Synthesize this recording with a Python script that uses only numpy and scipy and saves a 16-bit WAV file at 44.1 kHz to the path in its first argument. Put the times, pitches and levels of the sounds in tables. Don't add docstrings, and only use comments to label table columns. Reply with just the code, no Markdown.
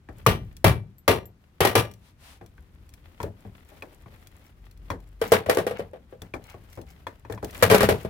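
import sys
import numpy as np
from scipy import signal
from scipy.fft import rfft, irfft
from scipy.io import wavfile

SR = 44100
rng = np.random.default_rng(int(sys.argv[2]) if len(sys.argv) > 2 else 0)


def wav_out(sig):
    wavfile.write(sys.argv[1], SR, np.round(np.clip(np.atleast_2d(sig).T, -1, 1) * 32767).astype(np.int16))


N = 356901
RING_S = np.arange(SR // 2) / SR
COHERENCE_HZ = 630


def undb(db):
    return 10 ** (np.asarray(db) / 20)


def unit(x, size=None):
    return x / np.sqrt(np.mean(x[..., :size] ** 2) + 1e-20)


def band(x, lo_hz, hi_hz):
    sos = signal.butter(3, [lo_hz, min(hi_hz, SR / 2 - 1)], "band", fs=SR, output="sos")
    return signal.sosfilt(sos, x)


def fade(t, t60):
    return np.exp(-np.log(1000) * t / t60)


def wander(rate_hz, size):
    at = np.arange(size) * rate_hz / SR
    return np.interp(at, np.arange(size // 20), rng.standard_normal(size // 20))


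def stroke(start, length):
    return np.sin(np.pi * np.clip((np.arange(N) / SR - start) / length, 0, 1)) ** 2


def noise(spectrum, size):
    hz = np.maximum(np.arange(size // 2 + 1) * SR / size, 1)
    corner_hz, corner_db = np.array(spectrum).T
    mid, side = rfft(rng.standard_normal((2, size)))
    coherence = .95 / (1 + (hz / COHERENCE_HZ) ** 3)
    pair = mid * np.sqrt(1 + coherence) + side * np.sqrt(1 - coherence) * np.array([[1], [-1]])
    return irfft(pair * undb(np.interp(np.log(hz), np.log(corner_hz), corner_db)), size)


def crackle(per_second, spread_db, grain_s):
    out, t = 0, RING_S[:SR // 20]
    for _ in range(3):
        moments = rng.random(N) < per_second / 3 / SR
        catches = moments * undb(spread_db * np.minimum(rng.exponential(size=N), 3))
        grain = rng.standard_normal((2, len(t))) * (np.exp(-t / grain_s) + .04 * fade(t, .15))
        out = out + signal.oaconvolve(catches[None], grain, axes=1)[:, :N]
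    return out


def damped(modes, t60_s):
    return [(hz, db, t60_s) for hz, db in modes]


def ringer(modes):
    hz, db, t60 = np.array(modes).T
    waves = np.exp(2j * np.pi * hz[:, None] * RING_S) * fade(RING_S, t60[:, None])

    def ring():
        amplitude = undb(db + 3 * rng.standard_normal(len(hz))) * rng.choice([-1, 1], len(hz))
        phase = np.minimum(hz / COHERENCE_HZ, 2) * rng.standard_normal((2, len(hz))) * .7
        grip_detune = 1 + .012 * rng.standard_normal()
        pair = ((amplitude * np.exp(1j * phase)) @ waves).imag
        return np.array([np.interp(RING_S * grip_detune, RING_S, x) for x in pair])
    return ring


def add(out, start, x):
    i = int(start * SR)
    out[:, i:i + x.shape[1]] += x[:, :N - i]


# frequency in Hz, spectral density of rubbing cloth in dB.
CLOTH_SPECTRUM = [(150, -21), (250, -1.5), (1100, -11), (2200, -13), (7440, -27.5), (14700, -22),
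                  (16000, -31)]
# start in seconds, length in seconds, cloth rub in dB, bench sway in dB.
ARM_MOVES = [(0.0, 0.75, -63, -43), (1.902, 2.18, -66, -57), (3.191, 1.74, -62.5, -59),
             (4.393, 1.16, -68.5, -55.5), (5.42, 0.84, -70.5, -59.5), (5.886, 1.66, -64, -56.5),
             (7.284, 0.91, -46, -45)]
def glove_rub(resting_db=-79, catch_db=-6, scratch_db=-13.5):
    pressure_db = 3.5 * wander(14, N) + 2.5 * wander(70, N)
    catches = undb(catch_db) * unit(band(crackle(60, 3.5, .003), 500, 3000))
    scratches = undb(scratch_db) * unit(band(crackle(45, 4.5, .0006), 5500, 15500))
    effort = undb(resting_db) + sum(undb(db) * stroke(start, length) for start, length, db, _ in ARM_MOVES)
    return (unit(noise(CLOTH_SPECTRUM, N)) + catches + scratches) * effort * undb(pressure_db)


# frequency in Hz, spectral density of the bench's rumble in dB.
RUMBLE_SPECTRUM = [(22, -10), (87, -5.5), (232, -19.5), (400, -28), (560, -59)]
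def bench_rumble(resting_sway_db=-64, resting_jostle_db=-62, jostle_db=-5):
    lean = sum(undb(db) * stroke(start, length) for start, length, _, db in ARM_MOVES)
    sway = unit(band(noise(RUMBLE_SPECTRUM, N), 32, 89)) * (undb(resting_sway_db) + lean)
    jostle = unit(band(noise(RUMBLE_SPECTRUM, N), 49, 780))
    jostle *= undb(resting_jostle_db) + undb(jostle_db) * lean
    return sway + jostle * undb(3 * wander(23, N))


# frequency in Hz, spectral density of the room's background in dB.
AIR_SPECTRUM = [(15, -23), (25, -6), (87, -1), (263, -11.5), (677, -22.5), (1400, -23), (16000, -45.5)]
def shop_air(level_db=-62):
    return unit(noise(AIR_SPECTRUM, N)) * undb(level_db)


# frequency of a bench mode in Hz, level in dB, 60 dB decay time in seconds.
BENCH_MODES = [(68, -2, .3), (92, 2, 0.25), (109, 2.5, 0.45), (178, -7, .4), (194, -13.5, 0.84),
               (398, -6, 0.16), (455, 0, 0.17), (568, 2, 0.12), (655, -4, 0.16), (812, 0, 0.08)]
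# frequency of a mode of the case's rim in Hz, level in dB.
RIM_MODES = [(880, -4), (1125, -3), (1430, -6), (1770, -2), (2110, -5), (2330, -3), (2490, -3), (3360, -7),
             (4180, -14), (5800, -17)]
# lower limit in Hz, upper limit in Hz.
REGISTERS = [(45, 250), (250, 900), (900, 4000), (4000, 17000)]
# one register's reverberation time in seconds, contact time constant in seconds.
REGISTER_DECAYS = [(0.29, 0.067), (0.28, 0.022), (0.2, 0.017), (0.17, 0.011)]
RIM_T60_S, SNAP_S = .04, .0056
SPOT_BEND_HZ, SPOT_SETTLE_S, SPOT_CHOKE_DB_PER_DB = 60, .007, .5
PING_SPOT_DB, PING_SPOT_T60_S = 5.5, .03
def impacts(rows, metal, spectrum, *, thud_db, clang_db, crack_db, ping_db, edge_share, bite, ring_db,
            tail_db, tail_hold_s, force_db, spot_db, spot_ring_db, spot_t60_s, snap_db, damping_db_per_s):
    out = np.zeros((2, N))
    ring, ring_rim = ringer(BENCH_MODES + metal), ringer(damped(RIM_MODES, RIM_T60_S))
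    hardest = max(row[1] for row in rows)
    snap = 1 + undb(snap_db) * np.exp(-RING_S / SNAP_S)
    grip_loss = undb(-damping_db_per_s * RING_S)
    rise = 1 - np.exp(-RING_S / .0007)
    for start, strength, weight, spot_hz, edge in rows:
        modes, wash = ring(), noise(spectrum, len(RING_S))
        wash = wash + undb(spot_db) * band(wash, .86 * spot_hz, 1.16 * spot_hz)
        bend = SPOT_BEND_HZ * rng.random() * SPOT_SETTLE_S * (1 - np.exp(-RING_S / SPOT_SETTLE_S))
        spot = np.sin(2 * np.pi * (spot_hz * RING_S + bend) + rng.random((2, 1)) * np.pi / 4)
        choke_db = SPOT_CHOKE_DB_PER_DB * max(weight, 0)
        modes = modes + undb(spot_ring_db - choke_db) * spot * fade(RING_S, spot_t60_s)
        relative_db = strength - hardest
        force = undb(relative_db)
        tail = undb(tail_db + force_db * force + 2.5 * wander(260, len(RING_S)))
        decay_time = np.maximum(RING_S - tail_hold_s * force, 0)
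        clang = clang_db + edge_share * edge + .073 * relative_db
        crack = crack_db + edge_share * edge + bite * weight + .39 * relative_db
        levels = strength + np.array([thud_db + weight, 0, clang, crack])
        registers = zip(REGISTERS, REGISTER_DECAYS, levels, ring_db, (1, 1, 1, snap))
        for (lo, hi), (t60, contact_s), db, mode_db, onset in registers:
            attack = SR // 70 + SR // lo
            envelope = np.hypot(np.exp(-RING_S / contact_s), tail * fade(decay_time, t60))
            burst = unit(band(wash * envelope, lo, hi), attack)
            ringing = undb(mode_db) * unit(band(modes, lo, hi), attack)
            add(out, start, unit((burst + ringing) * onset * grip_loss * rise, attack) * undb(db))
        ping = ring_rim() * rise * fade(RING_S, rng.uniform(.06, .3))
        ping = ping - (1 - min(undb(edge), 1)) * band(ping, 2800, 9000)
        ping = unit(ping, attack) + undb(PING_SPOT_DB) * unit(spot * fade(RING_S, PING_SPOT_T60_S), attack)
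        add(out, start, unit(ping, attack) * undb(strength + ping_db + edge))
    return out


# frequency in Hz, spectral density of a slip in dB.
SLIP_SPECTRUM = [(35, -32.5), (60, 0.5), (190, -5), (458, -2.5), (700, -8.5), (1380, -16.5), (1780, -16),
                 (2770, -32), (6140, -41), (16000, -46)]
# start in seconds, strength in dB, weight in dB, spot frequency in Hz, edge in dB.
SLIPS = [(0.0878, -42.5, 6, 1730, -10), (2.4116, -46.5, 4.5, 725, -9), (2.5805, -65, 15, 1540, 8.5),
         (3.2022, -38.5, 4, 964, 4), (3.2317, -42.5, 17, 890, 3), (3.4493, -46.5, 13.5, 420, -14),
         (3.7166, -51.5, -5, 595, -17), (3.8228, -42.5, -9, 2470, 1.5), (4.06, -52.5, 11.5, 1070, -3),
         (4.9025, -32.5, 3.5, 975, 1.5), (4.914, -38.5, 6, 1100, -2), (6.2184, -45, 9, 3500, -7),
         (6.3383, -34, -1, 2330, -3.5), (6.542, -44, 4.5, 1130, -12), (6.774, -40.5, 6.5, 820, -14),
         (7.0685, -39, -3, 965, 6), (7.25, -49.5, 7, 950, 1.5), (7.2983, -33, 1.5, 440, -17.5),
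         (7.3228, -41.5, 11.5, 1660, -8), (7.338, -49.5, -2, 1730, -3), (7.377, -51, 2, 990, 6.5),
         (7.427, -30.5, -1, 430, -19)]
def tool_slips():
    return impacts(SLIPS, damped(RIM_MODES, RIM_T60_S), SLIP_SPECTRUM,
                   thud_db=-7.5, clang_db=-2.5, crack_db=-14, ping_db=.5, edge_share=.49, bite=-.077,
                   ring_db=[7, -8, -20.5, -33], tail_db=-3, tail_hold_s=.0047, force_db=-5.5,
                   spot_db=-3, spot_ring_db=3, spot_t60_s=.0026, snap_db=-30, damping_db_per_s=34)


# frequency of a mode of the case in Hz, level in dB.
CASE_MODES = [(920, -7), (1190, -2), (1690, -5), (1905, -4), (2056, -6), (2370, -1), (2735, -6), (2890, -6),
              (3100, -8), (3410, -11), (4100, -13), (5700, -10), (11100, -12)]
# frequency in Hz, spectral density of struck sheet metal in dB.
SHEET_SPECTRUM = [(24, -33.5), (40, -11.5), (101, 1.5), (137, -2), (194, -11), (290, -11.5), (392, -3),
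                  (542, -8), (810, -14.5), (1410, -21.5), (2840, -24.5), (7000, -39), (11300, -33),
                  (16000, -38.5)]
# start in seconds, strength in dB, weight in dB, spot frequency in Hz, edge in dB.
BLOWS = [(0.2636, -16, 1.5, 1153, 4), (0.6433, -14.5, 2.5, 556.3, 0.5), (1.0787, -15.5, -5, 1152, -3.5),
         (1.6050, -17, -6, 728, -5), (1.6497, -17.5, -15.5, 800, -1), (1.7529, -15, -6, 530, -4)]
def hammer_blows():
    return impacts(BLOWS, damped(CASE_MODES, t60_s=.26), SHEET_SPECTRUM,
                   thud_db=-3, clang_db=-2.5, crack_db=-7, ping_db=-2.5, edge_share=.075, bite=-.15,
                   ring_db=[-1.5, -1.5, -5.5, -12.5], tail_db=-6, tail_hold_s=.044, force_db=-2,
                   spot_db=-12.5, spot_ring_db=1, spot_t60_s=.022, snap_db=3, damping_db_per_s=14.5)


def light_contacts(rows, modes, ring_db, snap_s, tail_db):
    out, ring = np.zeros((2, N)), ringer(modes)
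    for start, db in rows:
        envelope = np.exp(-RING_S / snap_s) + undb(tail_db) * fade(RING_S, .24)
        snap = band(rng.standard_normal((2, len(RING_S))) * envelope, 1400, 27000)
        sound = unit(snap, size=400) + undb(ring_db) * unit(band(ring(), 4200, 18000), size=400)
        add(out, start, unit(sound, size=400) * undb(db))
    return out


# start in seconds, attack level in dB.
TICKS = [(0.5674, -48), (1.9132, -51), (1.938, -53.5), (2.4617, -55.5), (2.8918, -57), (2.9383, -51),
         (3.216, -52), (3.23, -40), (3.8235, -51), (4.2716, -50.5), (4.655, -64.5), (4.712, -57),
         (4.7745, -63), (5.003, -63), (5.5484, -35), (6.219, -44), (6.4405, -54), (6.4985, -51),
         (6.7292, -51.5), (6.8145, -52), (7.324, -42.5), (7.446, -38), (7.5088, -47), (7.5467, -46),
         (7.782, -29)]
def rim_ticks():
    return light_contacts(TICKS, damped(RIM_MODES, RIM_T60_S), ring_db=-7, snap_s=.003, tail_db=-19.5)


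# frequency of a screwdriver mode in Hz, level in dB, 60 dB decay time in seconds.
SHANK_MODES = [(7714, -11, .07), (13173, 0, .09), (13722, -7, .08)]
# start in seconds, attack level in dB.
TINKS = [(0.9827, -54), (1.256, -48)]
def shank_tinks():
    return light_contacts(TINKS, SHANK_MODES, ring_db=10, snap_s=.0032, tail_db=-30.5)


# frequency in Hz, spectral density in dB, for the hiss here and the bench knocks below.
STEEL_SPECTRUM = [(40, -40), (91, -5), (140, -13.5), (185, -8.5), (270, -18), (444, -7.5), (1020, -17.5),
                  (1900, -20), (7000, -36), (11600, -31.5), (16000, -37.5)]
# start in seconds, length in seconds, level in dB.
SWISHES = [(1.986, 0.17, -62.5), (2.156, 0.26, -53.5)]
def glove_swish():
    cloth = unit(band(noise(CLOTH_SPECTRUM, N), 670, 17000))
    hiss = .73 * unit(band(noise(STEEL_SPECTRUM, N), 3000, 10300))
    return (cloth + hiss) * sum(undb(db) * stroke(start, length) for start, length, db in SWISHES)


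# frequency of a mode of the pliers in Hz, level in dB.
PLIERS_MODES = [(420, 5), (505, 5), (650, 2), (1170, -3), (1530, -4), (1660, -3), (1870, -3), (2330, -5),
                (3040, -11), (5600, -13)]
# start in seconds, strength in dB, weight in dB, spot frequency in Hz, edge in dB.
KNOCKS = [(3.2375, -30.5, 1, 408, -10), (3.262, -38.5, -14, 315, -10), (5.2146, -19.5, -0.5, 457, 0),
          (5.3187, -9, 2.5, 453, -0.5), (5.336, -25.5, -24, 527, 15), (5.461, -33, 17.5, 650, 6),
          (5.4865, -23, -17, 600, -11), (5.4955, -14.5, -8, 465, 3), (5.5709, -18.5, 3, 462, 0),
          (5.584, -20, 1, 371, 0), (5.666, -22, 2, 453, 1), (5.7093, -27, 4, 486, -1.5),
          (5.7934, -27.5, 6, 445, -3), (5.9332, -39, 0, 511, -3.5), (6.125, -42, 5, 492, -5),
          (7.6245, -11.5, 9, 484, 7), (7.699, -17.5, 12, 587, 7), (7.7119, -14.5, 12, 430, 5),
          (7.7214, -13.5, 10, 454, 1), (7.7445, -10.5, -14, 401, 2.5), (7.8061, -20, 13, 477, 9.5),
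          (7.8292, -15.5, 15, 527, 3), (7.8881, -15, 9, 456, 2.5), (7.9, -20.5, 13, 374, -5.5),
          (8.0478, -28, 15.5, 377, -3.5)]
def bench_knocks():
    return impacts(KNOCKS, damped(PLIERS_MODES, t60_s=.12), STEEL_SPECTRUM,
                   thud_db=-20.5, clang_db=-9, crack_db=-13.5, ping_db=-26, edge_share=1, bite=.036,
                   ring_db=[-13.5, 9, -3.5, -17.5], tail_db=2.5, tail_hold_s=.0022, force_db=11,
                   spot_db=1.5, spot_ring_db=16, spot_t60_s=.062, snap_db=-3, damping_db_per_s=27)


# start in seconds, length in seconds, grind level in dB, grit relative to grind in dB.
DRAGS = [(3.637, 0.12, -75, 2.5), (4.42, 0.087, -62.5, -2.5), (5.21, 0.14, -46.5, -3),
         (5.736, 0.071, -44.5, -10.5), (6.204, 0.11, -62, -16), (6.4, 0.19, -53, -9.5),
         (6.647, 0.2, -60.5, 0), (6.854, 0.1, -60, -0.5), (7.296, 0.076, -55, 3), (7.416, 0.7, -67, 12),
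         (7.68, 0.23, -32, -18)]
def scrapes():
    grind = unit(band(crackle(700, 3, .002), 600, 2800))
    grit = unit(band(crackle(350, 4.5, .0005), 3800, 15500))
    return sum((grind + undb(grit_db) * grit) * undb(db) * stroke(start, length)
               for start, length, db, grit_db in DRAGS)


def hum(hz=47.35, start_s=4.55, length_s=.82, level_db=-46.5):
    envelope = np.sqrt(2 * np.sqrt(stroke(start_s, length_s)))
    return undb(level_db) * envelope * np.sin(2 * np.pi * hz * np.arange(N) / SR)


def pan(x, left_db, right_lag_s=0):
    t = np.arange(N) / SR
    pair = np.array([x[0], np.interp(t - right_lag_s, t, x[1])])
    return pair * undb(np.array([[left_db], [-left_db]]) / 2)


def scene():
    blows = pan(hammer_blows(), left_db=3.5)
    knocks = pan(bench_knocks(), left_db=3, right_lag_s=.00018)
    prying = tool_slips() + rim_ticks() + shank_tinks() + scrapes() + glove_rub() + glove_swish()
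    background = bench_rumble() + shop_air() + hum()
    return blows + knocks + pan(prying, left_db=3.5) + pan(background, left_db=2.5)


def record(dry):
    ceiling, top_hz = 1.05, 16000
    low_pass = signal.ellip(10, .2, 70, top_hz, fs=SR, output="sos")
    return signal.sosfilt(low_pass, ceiling * np.tanh(dry / ceiling))


dry = scene()
out = record(dry)
wav_out(out)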